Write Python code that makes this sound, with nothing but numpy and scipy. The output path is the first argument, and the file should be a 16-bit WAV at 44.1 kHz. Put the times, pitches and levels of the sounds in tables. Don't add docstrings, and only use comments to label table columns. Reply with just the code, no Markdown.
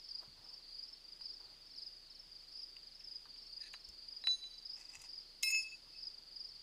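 import sys
import numpy as np
from scipy import signal
from scipy.fft import rfft, irfft
from scipy.io import wavfile

SR = 44100
rng = np.random.default_rng(int(sys.argv[2]) if len(sys.argv) > 2 else 0)


def pcm_store(signal):
    levels = np.round(np.clip(np.atleast_2d(signal), -1, 1) * 32767)
    wavfile.write(sys.argv[1], SR, levels.astype(np.int16).T)


N = 291942
TIME = np.arange(N) / SR

# middle of the first syllable in seconds, level in dB before a later lift, pitch in Hz,
# syllable spacing in seconds.
NEAREST_CHIRPS = [(.115, -44, 4810, .04), (.752, -45, 4785, .042), (1.22, -44, 4800, .042),
                  (1.787, -43.5, 4890, .042), (2.559, -45.5, 4820, .039), (3.08, -44, 4900, .041),
                  (3.534, -44.5, 4825, .041), (4.091, -45.5, 4820, .04), (4.661, -43.5, 4890, .04),
                  (5.099, -45, 4820, .042), (5.55, -45, 4950, .04), (5.994, -43.7, 4830, .041),
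                  (6.37, -45, 4805, .041)]


def from_db(db):
    return 10 ** (np.asarray(db) / 20)


def rms_one(x):
    return x / np.sqrt(np.mean(x ** 2) + 1e-20)


def in_time(rows):
    return np.interp(TIME, *np.transpose(rows))


def add(out, s, sound):
    at = int(round(s * SR))
    sound = sound[max(-at, 0):]
    at = max(at, 0)
    out[at:at + len(sound)] += sound[:max(N - at, 0)]


def drift(rate_hz):
    step = 40
    settle = 2000
    r = np.exp(-2 * np.pi * rate_hz * step / SR)
    noise = rng.standard_normal(N // step + 2 + settle)
    slow = rms_one(signal.lfilter([1], [1, -2 * r, r * r], noise)[settle:])
    return np.interp(np.arange(N) / step, np.arange(len(slow)), slow)


def resonate(x, modes):
    out = 0
    for k, (hz, width_hz, db) in enumerate(modes):
        r = np.exp(-np.pi * width_hz / SR)
        poles = [1, -2 * r * np.cos(2 * np.pi * hz / SR), r * r]
        ringing = signal.lfilter([1, 0, -1], poles, x + 1e-18)
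        out = out + (-1) ** k * from_db(db) * (1 - r * r) / 2 * ringing
    return out


def coloured_noise(spectrum):
    hz, db = np.transpose(spectrum)
    bins_hz = np.fft.rfftfreq(N, 1 / SR)
    gain = from_db(np.interp(np.log(bins_hz + 1), np.log(hz), db))
    return rms_one(irfft(rfft(rng.standard_normal(N)) * gain, N))


def woods(x, t60):
    t = TIME[:SR // 2]
    sparse = rng.standard_normal(len(t)) * (rng.random(len(t)) < .02)
    echoes = sparse * from_db(-60 * t / t60) * (t > .006)
    return signal.fftconvolve(x, echoes / np.sqrt(np.sum(echoes ** 2)))[:N]


def yard(air_db=-68.0):
    # frequency in Hz, relative density in dB per Hz.
    air_spectrum = [(20, -2), (32, -4.5), (48, -13), (75, -20.5), (115, -14.5), (160, -11), (320, -6.5),
                    (700, -11.5), (1500, -13.5), (2500, -11.5), (3600, -7), (5500, -11.5), (7000, -18),
                    (10000, -23), (15000, -28.5)]
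    # frequency in Hz, middle rms level in dB.
    hum_partials = [(30, -73), (60, -87), (150, -87)]
    hum = np.zeros(N)
    for hz, db in hum_partials:
        level = from_db(db + 1.1 * drift(5.3)) * np.sqrt(2)
        hum += level * np.sin(2 * np.pi * hz * TIME + 0.12 * drift(3))
    return from_db(air_db) * coloured_noise(air_spectrum) + hum


def add_chirp(out, s, db, hz, spacing, syllables, first_db, octave_db,
              length=0.025, fall_hz_per_s=24000, rise_hz=30):
    length = length * (4900 / hz) ** 3
    t = np.arange(-length / 2, length / 2, 1 / SR)
    swell = np.abs(np.sin(np.pi * np.linspace(0, 1, len(t)) ** 0.92)) ** 1.25
    for k in range(syllables):
        late, sharp, loud, steep = rng.standard_normal(4)
        stroke_hz = hz + rise_hz * k + 25 * sharp
        fall = fall_hz_per_s * (1 + 0.2 * steep)
        phase = 2 * np.pi * (stroke_hz * t - fall * t * t / 2)
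        stroke = swell * from_db(db + 0.52 * loud + first_db / (k + 1) ** 2)
        tone = np.sin(phase) + from_db(octave_db) * np.sin(2 * phase)
        add(out, s + k * spacing + .0005 * late - length / 2, stroke * tone)


def chorus(level_db=-60.8, swell_db=4, swell_width_s=.08):
    far = np.zeros(N)
    voices = rng.uniform(-1.1, 1, size=(170, 4))
    for k, (when, size, pitch, tempo) in enumerate(voices):
        s = (k + when) / len(voices) * (TIME[-1] + .2) - .2
        add_chirp(far, s, 3 * size, 4710 + 260 * pitch, .04 + .004 * tempo, 4, first_db=-3, octave_db=-26,
                  length=.027, fall_hz_per_s=29000, rise_hz=10)
    swelling = sum(np.exp(-((TIME - s) / swell_width_s) ** 2) for s, *_ in NEAREST_CHIRPS)
    blurred = rms_one(far + 0.6 * woods(far, t60=0.18))
    return blurred * from_db(level_db + swell_db * swelling)


def crickets():
    high_times = [.0, .45, .841, 1.245, 1.672, 2.107, 2.53, 2.955, 3.381, 3.804, 4.222, 4.668, 5.115, 5.54,
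                  5.965, 6.40]
    low_times = [.495, .652, 1.05, 1.37, 1.895, 2.325, 2.69, 2.795, 3.31, 3.675, 3.95, 4.51, 4.82, 5.67,
                 6.105, 6.285, 6.52]
    near = np.zeros(N)
    for s, db, hz, spacing in NEAREST_CHIRPS:
        add_chirp(near, s, db, hz, spacing, syllables=3, first_db=-4.5, octave_db=-37.5)
    for s in high_times:
        add_chirp(near, s, db=-51.8, hz=5170, spacing=.0472, syllables=3, first_db=-3.5, octave_db=-37.5)
    for s in low_times:
        add_chirp(near, s, db=-53.5, hz=4690, spacing=.04, syllables=3, first_db=-2.5, octave_db=-37.5)
    near *= from_db(3.5 + 2.2 * drift(200))
    return near + from_db(-9) * woods(near, t60=0.32) + chorus()


def worker(brush_attack_s=.02):
    # start in seconds, level in dB, pitch in Hz, decay time constant in seconds.
    footfalls = [(0.275, -58, 132, 0.013), (0.307, -68, 84, 0.035), (.38, -68.5, 97, .03),
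                 (1.41, -77.5, 92, 0.14), (2.264, -74, 90, .08), (3.26, -77, 97, 0.06),
                 (3.875, -59.5, 42.4, 0.043), (3.894, -72, 190, .02), (4.97, -68.5, 99, 0.026),
                 (5.8, -77, 95, 0.14), (6.49, -76, 84.6, 0.1)]
    # start in seconds, level in dB, decay time constant in seconds.
    brushes = [(.2, -65, .035), (.36, -70.5, .18), (1.39, -72, .14), (5.82, -74, .05)]
    feet, brushing, t = np.zeros(N), np.zeros(N), TIME[:SR // 2]
    for s, db, hz, length in footfalls:
        broad = [(hz, hz, 0)]
        soil = rms_one(resonate(resonate(rng.standard_normal(len(t)), broad), broad))
        thud = np.sin(2 * np.pi * hz * t) + 0.87 * soil
        add(feet, s, from_db(db) * thud * np.minimum(t / .005, 1) * np.exp(-t / length))
    for s, db, length in brushes:
        swell = np.minimum(t / brush_attack_s, np.exp((brush_attack_s - t) / length))
        add(brushing, s, from_db(db) * swell)
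    brush = coloured_noise([(100, -36), (400, -9), (900, -3.5), (1300, -8), (2200, -18.5), (9000, -30)])
    return feet + brush * brushing * from_db(2.5 * drift(40))


def scrape(drag, modes, grains_per_s=1300, spread_db=2):
    slips = (rng.random(N) < grains_per_s / SR) * rng.standard_normal(N)
    grains = slips * from_db(spread_db * drift(90))
    touching = (TIME > drag[0][0]) & (TIME < drag[-1][0])
    return rms_one(resonate(grains, modes)) * from_db(in_time(drag)) * touching


def scrapes():
    # time in seconds, level in dB.
    wedge_drag = [(3.57, -97), (3.615, -62.5), (3.645, -56.5), (3.68, -59.5), (3.72, -84)]
    shim_drag = [(4.72, -89), (4.78, -63.5), (4.85, -69.5), (4.93, -67), (4.96, -55), (4.985, -68.5),
                 (5.02, -62.5), (5.06, -62.5), (5.10, -92)]
    shim_graze = [(5.425, -104), (5.435, -70), (5.5, -61.5), (5.56, -66.5), (5.65, -77), (5.78, -86)]
    # frequency in Hz, width in Hz, relative level in dB.
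    held_wedge = [(1790, 70, 0), (2570, 79, -2), (4060, 114, 3), (6560, 320, -11.5), (9160, 200, -13.5),
                  (10900, 200, -21)]
    held_shim = [(835, 300, -9), (2030, 140, -4.5), (2620, 120, 0.5), (5830, 210, -1), (6630, 120, -3),
                 (7300, 370, -6.5), (8170, 470, -10.5), (9900, 59, -7), (13200, 300, -23)]
    return scrape(wedge_drag, held_wedge) + scrape(shim_drag, held_shim) + scrape(shim_graze, held_shim)


def knocks(falloff_db=12.0, crack=5.2):
    # start in seconds, peak level in dB, strongest frequency in Hz,
    # 60 dB decay time of the grit in seconds.
    contacts = [(1.209, -53, 1500, 0.018), (2.7665, -45, 2720, 0.02), (3.008, -55, 2930, 0.036),
                (3.256, -51.5, 1250, 0.085), (3.361, -53, 2820, 0.027), (3.733, -48.5, 6200, 0.047),
                (3.738, -41.5, 1640, 0.037), (3.889, -43, 6950, 0.01), (4.2397, -42, 1800, 0.012),
                (4.271, -29.5, 2310, 0.013), (4.2728, -41, 1300, 0.014), (4.282, -44, 2400, 0.012),
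                (4.44, -49.5, 2340, 0.014), (4.80, -56, 7000, 0.023), (4.953, -49, 6400, .035),
                (4.993, -49, 6800, .02), (5.017, -43, 7700, 0.053), (5.4274, -31, 7000, .04),
                (5.4318, -23, 5200, 0.02), (5.502, -47, 2220, 0.053), (5.544, -42, 2520, 0.032)]
    # frequency in Hz, width in Hz,
    # level in dB before the falloff per octave from the strongest frequency.
    pressed_modes = [(710, 330, 2), (1320, 520, -1), (1850, 650, -2), (2790, 530, 3), (4090, 300, -1),
                     (6350, 910, -1.5), (7360, 1800, -6), (9560, 640, -4.5), (12600, 2400, -13)]
    out, t = np.zeros(N), TIME[:SR // 8]
    for s, db, centre, t60 in contacts:
        grit = rng.standard_normal(len(t)) * from_db(-60 * t / t60)
        force = grit + crack * (t == 0)
        answering = [(hz, width, level - falloff_db * abs(np.log2(hz / centre)))
                     for hz, width, level in pressed_modes]
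        knock = resonate(force, answering)
        add(out, s, from_db(db) * knock / np.abs(knock).max())
    return out


def steel(piece, modes, lobes, turn, catch_at_s, catch_loss_db, chatter_db, null_db, contact_s, catch_s=.02):
    # start in seconds, piece, level in dB before the lobe gain,
    # share of the free ring time that the grip leaves, brightness in dB per octave from the strongest mode.
    strikes = [(3.738, "wedge", -50, .17, 7), (4.2385, "wedge", -39, 1.0, 2.5),
               (4.271, "wedge", -30.5, 1.0, 0), (4.2721, "wedge", -25, .025, -3),
               (5.4277, "shim", -39, .16, 0), (5.431, "shim", -39, 1.0, .3), (5.432, "wedge", -39, .7, -3),
               (5.502, "shim", -42, .6, -1), (5.544, "shim", -48, .5, -1), (5.719, "shim", -54.5, .12, -14),
               (5.948, "shim", -66, .17, -3.5)]
    out, t, turned = np.zeros(N), TIME[:SR], in_time(turn)
    caught_db = -catch_loss_db * np.clip((TIME - catch_at_s) / catch_s, 0, 1)
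    for k, (hz, mode_db, t60) in enumerate(modes):
        octaves = abs(np.log2(hz / modes[0][0]))
        swing = np.zeros(N)
        for s, struck, db, grip, bright_db in strikes:
            if struck == piece:
                decay_db = -60 * t / (t60 * grip)
                ring = from_db(db + mode_db + bright_db * octaves + decay_db)
                add(swing, s, np.minimum(t / contact_s, 1) * ring)
        density, offset, lobe_db = lobes[min(k, len(lobes) - 1)]
        facing = np.sin(np.pi * (density * turned + offset))
        phase = 2 * np.pi * hz * TIME
        tone = facing * np.sin(phase) + from_db(null_db) * np.cos(phase)
        rough_db = chatter_db * hz / 6000 * drift(110)
        out += swing * tone * from_db(lobe_db + caught_db + rough_db)
    return out


def wedge():
    # frequency in Hz, relative level in dB, free 60 dB decay in seconds.
    wedge_modes = [(3970, 0, .58), (6416, -22, .7), (9455, -36, .85), (10860, -35, .45), (14700, -46, .45)]
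    # lobes per lobe of the strongest mode, offset in lobes, gain on a lobe in dB.
    wedge_lobes = [(1.0, 0, 3.5), (1.1, -.22, 4), (.95, .6, 4.5), (1.2, .9, 3.5)]
    # time in seconds, lobes of the strongest mode gone past.
    wedge_turn = [(3.74, -.3), (4.28, .2), (4.315, .47), (4.34, .66), (4.36, .91), (4.412, 1.0),
                  (4.503, 2.0), (4.545, 2.45), (5.51, 3.94)]
    return steel("wedge", wedge_modes, wedge_lobes, wedge_turn, catch_at_s=4.34, catch_loss_db=1.8,
                 chatter_db=1.2, null_db=-16, contact_s=.0005)


def shim():
    # frequency in Hz, relative level in dB, free 60 dB decay in seconds.
    shim_modes = [(2602, 0, .8), (5234, -2, .6), (6782, -9, .53), (2131, -2, .3), (8420, -13, .43),
                  (9751, -18, .65), (9508, -19, .3), (12815, -17, .37), (4743, -19, .4), (10840, -33, .28),
                  (11580, -32, .28), (13120, -28, .3), (14850, -33, .4), (15375, -28, .25)]
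    # lobes per lobe of the strongest mode, offset in lobes, gain on a lobe in dB.
    shim_lobes = [(1.0, 0, 9), (.79, .1, 10), (.45, .92, 11.8), (.75, .13, 3.3), (.65, .1, 8.5),
                  (.6, .2, 9.7)]
    # time in seconds, lobes of the strongest mode gone past.
    shim_turn = [(5.43, .06), (5.47, .15), (5.495, .75), (5.512, 1.0), (5.535, 1.38), (5.6, 1.62),
                 (5.627, 2.0), (5.71, 3.02), (5.765, 4.02), (5.9, 3.95), (5.96, 4.5)]
    return steel("shim", shim_modes, shim_lobes, shim_turn, catch_at_s=5.605, catch_loss_db=3.5,
                 chatter_db=1.8, null_db=-23, contact_s=.003)


def scene():
    work = wedge() + shim() + knocks() + scrapes()
    echoed = work + from_db(-19) * woods(work, t60=0.46)
    return (echoed + crickets() + worker() + yard())[None]


def record(dry):
    low_pass = signal.ellip(10, .1, 80, 15500, fs=SR, output="sos")
    return signal.sosfilt(low_pass, dry)


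dry = scene()
out = record(dry)
pcm_store(out)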